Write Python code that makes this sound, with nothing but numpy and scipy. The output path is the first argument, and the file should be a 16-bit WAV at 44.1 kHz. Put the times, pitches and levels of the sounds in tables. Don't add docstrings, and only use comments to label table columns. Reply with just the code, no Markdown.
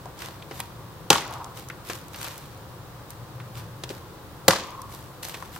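import sys
import numpy as np
from scipy import signal
from scipy.fft import rfft, irfft, next_fast_len
from scipy.io import wavfile

SR = 44100
rng = np.random.default_rng(int(sys.argv[2]) if len(sys.argv) > 2 else 0)


def file_out(sig):
    cols = np.atleast_2d(sig).T
    lim = np.clip(cols, -1, 1)
    pcm = np.round(lim * 32767).astype(np.int16)
    wavfile.write(sys.argv[1], SR, pcm)


N = 246518
T = np.arange(N) / SR
SHORT, LONG = T[:SR // 4], T[:SR]

# (time [s], ring gain [dB], crack level [dB], splitting time [s], crack tilt [dB/octave],
# wall echo gain [dB], yard tail gain [dB], far echo gain [dB], its pitch [Hz], its width [octaves])
AXE_BLOWS = [(1.1028, 2, -7, 0.003, -1, 1, 21.5, 18, 960, 0.34),
             (4.481, -1, -7.5, 0.0043, -0.6, 1, 21, 18.5, 1037, 0.18)]
# (pitch [Hz], fade time [s], level in first blow [dB], level in second blow [dB])
LOG_NOTES = [(111.5, 0.095, -27, -20), (157, 0.054, -17.5, -15), (188, 0.058, -21, -12),
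             (311, 0.046, -15.5, -15), (397, 0.056, -14, -21), (441, 0.041, -11.5, -10.5),
             (536.4, 0.097, -17, -6.5), (727, 0.059, -31, -19), (813, 0.063, -13, -29),
             (906, 0.065, -14.5, -47), (1060, 0.014, -21.5, -14), (1120, 0.11, -23.5, -42),
             (1385, 0.063, -17.5, -23), (1614, 0.02, -17, -11.5), (1990, 0.03, -40, -10.5),
             (2126, 0.022, -16.5, -17), (2610, 0.03, -14.5, -36), (3000, 0.02, -8.5, -42),
             (3280, 0.047, -14.5, -41), (3660, 0.032, -16, -29), (4260, 0.039, -35, -15.5),
             (4830, 0.065, -34, -21), (6200, .035, -16, -39)]
# (frequency [Hz], relative level [dB])
CRACK_TONE = [(100, -17), (500, -11.5), (900, 0), (1700, -6.5), (2500, -5.5), (4000, -3), (7300, -5),
              (9000, -6.5), (11500, -15), (13500, -6.5), (16000, -25)]
# (delay [s], level [dB], pitch [Hz])
FIBRE_SNAPS = [(.0008, -2.5, 7000), (.0035, -3, 14000)]
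# (delay [s], gain [dB], treble cut-off [Hz], boxy ring gain [dB])
WALL_ECHOES = [(.0258, -9, 7900, -6), (.0508, -16, 4500, 13.5), (.0778, -18.5, 4030, -1),
               (.105, -27, 4000, -2)]
# (frequency [Hz], gain [dB], fade time [s])
YARD_BANDS = [(104, 0, 0.2), (302, 1.5, 0.57), (550, -5.5, 1), (1000, 3.5, 0.32), (2000, -5.5, 0.63),
              (4000, -5.5, 0.51), (7980, -10.5, 0.3), (14000, -36, 0.13)]
# (time [s], level [dB], pitch [Hz], width [octaves])
WOOD_KNOCKS = [(.057, -24, 720, 0.37), (0.424, -31, 2870, 0.46), (.598, -23.5, 940, .45),
               (.602, -21.5, 2480, 0.59), (1.7, -23, 1810, 0.59), (2.144, -28.5, 1980, 1.05),
               (2.25, -27.5, 1400, 1.5), (2.271, -28, 850, 1.2), (3.401, -32.5, 1040, 1.1),
               (5.283, -30, 910, 0.36), (5.343, -24.5, 1210, 1.4), (5.425, -23.5, 1150, 0.37),
               (5.561, -27.5, 990, 0.6)]
# (time [s], thud level [dB], scuff level [dB], scuff pitch [Hz], fade time [s])
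SOFT_LANDINGS = [(.511, -29, -28.5, 1000, .07), (1.898, -25.5, -20.5, 1040, 0.084),
                 (3.8365, -27.5, -20.5, 1990, 0.037), (3.903, -21.5, -28.5, 1400, 0.058)]
# (time [s], level [dB], pitch [Hz])
LOUD_SNAPS = [(.191, -29, 6000), (0.602, -16.5, 9500), (1.4443, -26, 5750), (1.687, -27, 7200),
              (1.933, -24.5, 4400), (2.379, -25, 10000), (3.105, -25, 8700), (3.892, -23.5, 3870),
              (4.818, -26.5, 7950), (5.23, -29, 7000), (5.246, -25, 7000), (5.2856, -23, 10000)]
# (time [s], rise [s], fall [s], level [dB], tilt [dB/octave])
SHUFFLE_MOVES = [(.16, 0.071, 0.065, -38, 1), (.48, .11, .05, -42, 3.5), (1.31, 0.026, 0.043, -42.5, 0.5),
                 (1.54, 0.04, .045, -42, 3), (1.84, 0.063, 0.062, -37.5, 3), (2.1, 0.13, .13, -37, 2.5),
                 (3.08, .03, 0.022, -49, 3), (3.53, .06, .03, -41.5, 2), (3.88, 0.028, 0.052, -44, 2.5),
                 (4.87, 0.066, .1, -46, 4.5), (5.223, .008, 0.13, -37, 3), (5.51, 0.041, 0.048, -43, 4)]
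# (frequency [Hz], relative level [dB])
CHIP_TONE = [(150, -9), (500, 2.5), (1000, 4.5), (2000, 1), (4000, -2.5), (7000, -9), (11500, -12),
             (14000, -8.5), (16000, -31)]
# (frequency [Hz], relative
# level [dB])
TOWN_TONE = [(22, -27), (50, -10), (130, -4), (245, -17.5), (315, -11.5), (420, -16.5), (530, -12.5),
             (620, -19), (1050, -15), (2300, -30), (3800, -29), (6500, -35.5), (12400, -37), (13500, -35)]
# (frequency [Hz], likeness [0 to 1])
TOWN_STEREO = [(30, 0.81), (130, 0.87), (290, 0.88), (640, 0.84), (1410, 0.46), (3100, 0), (15000, 0)]
# (frequency [Hz], left minus right [dB])
SIDE_BALANCE = [(25, -1), (60, 1), (200, 1.1), (1000, 1.5), (4400, -0.4), (8100, 4.5), (11000, 0),
                (14000, -8)]

SNAP_HZ = 6900


def axe():
    out = np.zeros((2, N))
    for blow, (start, *stroke, walls_db, yard_db, far_db, far_hz, far_octaves) in enumerate(AXE_BLOWS):
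        delay, fibre_db, fibre_hz = FIBRE_SNAPS[blow]
        add(out, start, chop(blow, *stroke))
        fibres = burst(hump(fibre_hz, octaves=0.55), fade_s=0.014, likeness=0.3)
        add(out, start + delay, undb(fibre_db) * fibres)
        add(out, start, undb(walls_db) * wall_echoes(blow, stroke))
        add(out, start, undb(yard_db) * yard_tail())
        add(out, start, undb(far_db) * far_echo(far_hz, far_octaves))
    return out


def chop(blow, ring_db, crack_db, split_s, tilt_db, rise_s=0.00026):
    ring = sum((-1) ** k * undb(levels[blow]) * np.sin(2 * np.pi * hz * SHORT) * fade(SHORT, fade_s)
               for k, (hz, fade_s, *levels) in enumerate(LOG_NOTES))
    onset = 1 - np.exp(-SHORT / rise_s)
    tearing = fade(np.maximum(SHORT - split_s, 0), fade_s=0.016)
    crack = unit(colour(stereo_noise(len(SHORT), 0.64), sloped(CRACK_TONE, tilt_db)))
    return undb(ring_db) * ring * onset + undb(crack_db) * crack * tearing


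def wall_echoes(blow, stroke, bass_cut_hz=650, boxy_hz=1060):
    out = np.zeros((2, SR))
    bass_loss = signal.butter(2, bass_cut_hz, "high", fs=SR, output="sos")
    for delay, db, top_hz, boxy_db in WALL_ECHOES:
        treble_loss = signal.butter(1, top_hz, fs=SR, output="sos")
        echo = signal.sosfilt(np.vstack([bass_loss, treble_loss]), chop(blow, *stroke))
        boxy = signal.lfilter(*signal.iirpeak(boxy_hz, Q=7, fs=SR), echo)
        add(out, delay, undb(db) * (echo + undb(boxy_db) * boxy))
    return out


def yard_tail(rise_s=0.0041):
    out = np.zeros((2, SR))
    for hz in 125 * 2. ** np.arange(8):
        fade_s = lookup(YARD_BANDS, hz, column=2)
        noise = stereo_noise(SR, likeness=np.clip(1.1 - hz / 3500, 0.15, 0.9))
        band = colour(noise, lambda f: np.sqrt(np.maximum(1 - abs(np.log2(f / hz)), 0)))
        same_energy = np.sqrt(2 * np.log(1000) / fade_s / SR)
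        gain = undb(lookup(YARD_BANDS, hz)) * same_energy
        out += gain * band * grains(SR, spread_db=2.4) * fade(LONG, fade_s)
    return out * (1 - np.exp(-LONG / rise_s))


def far_echo(hz, octaves, middle_s=0.25, spread_s=0.12, round_trip_s=0.052):
    swell = np.exp(-((LONG - middle_s) / spread_s) ** 2 / 2)
    throb = np.exp(0.39 * np.cos(2 * np.pi * LONG / round_trip_s))
    return colour(stereo_noise(SR, 0.88), hump(hz, octaves)) * unit(swell * throb) / np.sqrt(SR)


def knocks(click_db=-11.5):
    out = np.zeros((2, N))
    for start, db, hz, octaves in WOOD_KNOCKS:
        fade_s = (0.021 + 0.035 * octaves) * (1000 / hz) ** 0.3
        note_gain = undb(-7) * np.exp(-octaves)
        note = note_gain * np.sin(2 * np.pi * hz * SHORT) * fade(SHORT, fade_s)
        body = burst(hump(hz, octaves), fade_s, likeness=0.84)
        click = undb(click_db) * snap(SNAP_HZ)
        add(out, start, undb(db) * (body + note + click))
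    return out


def thuds():
    out = np.zeros((2, N))
    for start, thud_db, scuff_db, scuff_hz, fade_s in SOFT_LANDINGS:
        add(out, start, undb(thud_db) * burst(hump(hz=375, octaves=0.49), fade_s, likeness=0.96))
        add(out, start, undb(scuff_db) * burst(hump(scuff_hz, octaves=1.42), fade_s, likeness=0.7))
    return out


def splinters():
    out = sprinkle(start=1.8, length_s=0.45, db=-36.5, count=4)
    for start, db, hz in LOUD_SNAPS:
        add(out, start, undb(db) * snap(hz))
    for start, *_ in AXE_BLOWS:
        out += sprinkle(start + 0.12, length_s=0.13, db=-31.5, count=4)
    for start, rise, fall, db, _ in SHUFFLE_MOVES:
        out += sprinkle(start + rise / 2, rise / 2 + fall, db + 3.5, count=2)
    return out


def sprinkle(start, length_s, db, count, spread_db=5, spread_octaves=0.49):
    out = np.zeros((2, N))
    for k, (size, pitch) in enumerate(rng.standard_normal((count, 2))):
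        moment = start + length_s * (k + rng.random()) / count
        hz = SNAP_HZ * 2 ** (spread_octaves * pitch)
        add(out, moment, undb(db + spread_db * size) * snap(hz))
    return out


def snap(hz):
    return burst(hump(hz, octaves=0.72), fade_s=0.013, likeness=0.27)


def shuffles():
    out = np.zeros((2, N))
    for start, rise, fall, db, tilt_db in SHUFFLE_MOVES:
        grit = stereo_noise(SR, 0.4) * grains(SR, spread_db=3)
        crackle = unit(colour(grit, sloped(CHIP_TONE, tilt_db)))
        swell = np.minimum(LONG / rise, 1)
        settle = np.exp(-(np.maximum(LONG - rise, 0) / fall) ** 1.01)
        add(out, start, undb(db) * crackle * swell * settle)
    return out


def town(level_db=-43):
    def wash(sign):
        share = lambda f: np.sqrt(1 + sign * lookup(TOWN_STEREO, f))
        return colour(rng.standard_normal(N), lambda f: sloped(TOWN_TONE)(f) * share(f))

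    shared, side = wash(1), wash(-1)
    return undb(level_db) * unit(shared + np.array([side, -side]))


def engine(firing_hz=118.9, pull_at_s=3.63, ease_at_s=3.97):
    pull = np.exp(-((T - pull_at_s) / 0.43) ** 2)
    eased = (1 + np.tanh((T - ease_at_s) / 0.037)) / 2
    effort_db = -48 + 6 * pull - 11.5 * eased
    speed = 1 + 0.054 * unit(colour(rng.standard_normal(N), hump(hz=5, octaves=1)))
    hum = unit(np.sin(2 * np.pi * np.cumsum(firing_hz * speed) / SR))
    rumble = unit(colour(rng.standard_normal(N), hump(firing_hz, octaves=0.4)))
    return undb(effort_db) * (undb(-5) * hum + undb(-2) * rumble)


def burst(tone, fade_s, likeness):
    dying = fade(SHORT, fade_s)
    puff = colour(stereo_noise(len(SHORT), likeness), tone) * dying
    return unit(puff) * np.sqrt(np.mean(dying ** 2)) / 2


def grains(size, spread_db, grain_s=0.003):
    step = int(grain_s * SR)
    strengths = np.minimum(rng.exponential(size=size // step + 1), 4)
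    return unit(np.repeat(undb(spread_db * strengths), step)[:size])


def stereo_noise(size, likeness):
    shared, side = rng.standard_normal((2, size))
    return np.sqrt((1 + likeness) / 2) * shared + np.sqrt((1 - likeness) / 2) * np.array([side, -side])


def colour(sound, gain):
    length = sound.shape[-1]
    size = next_fast_len(length)
    hz = np.maximum(np.fft.rfftfreq(size, 1 / SR), 1)
    return irfft(rfft(sound, size) * gain(hz), size)[..., :length]


def hump(hz, octaves):
    return lambda f: np.exp(-(np.log2(f / hz) / octaves) ** 2 / 2)


def sloped(table, tilt_db=0):
    return lambda f: undb(lookup(table, f) + tilt_db * np.log2(f))


def lookup(table, hz, column=1):
    rows = np.array(table)
    return np.interp(np.log(hz), np.log(rows[:, 0]), rows[:, column])


def fade(t, fade_s):
    return np.exp(-np.log(1000) * t / fade_s)


def undb(db):
    return 10 ** (np.asarray(db) / 20)


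def unit(sound):
    return sound / np.sqrt(np.mean(sound ** 2))


def add(out, start, sound):
    first = int(start * SR)
    part = sound[..., :max(out.shape[-1] - first, 0)]
    out[:, first:first + part.shape[-1]] += part


def scene(tail_db=-7):
    small = knocks() + thuds() + splinters() + shuffles()
    blows = axe()
    small_tail = signal.fftconvolve(small, yard_tail(), axes=1)[:, :N]
    return blows + small + undb(tail_db) * small_tail + town() + engine()


def record(dry, left_lag_s=0.000028, top_hz=15750):
    def one_side(sound, sign):
        lag = lambda f: np.exp(-1j * np.pi * f * sign * left_lag_s)
        return colour(sound, lambda f: undb(sign * lookup(SIDE_BALANCE, f) / 2) * lag(f))

    clipped = np.clip([one_side(dry[0], 1), one_side(dry[1], -1)], -1, 1)
    top_cut = signal.ellip(8, 0.2, 70, top_hz, fs=SR, output="sos")
    return signal.sosfilt(top_cut, clipped)


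dry = scene()
out = record(dry)
file_out(out)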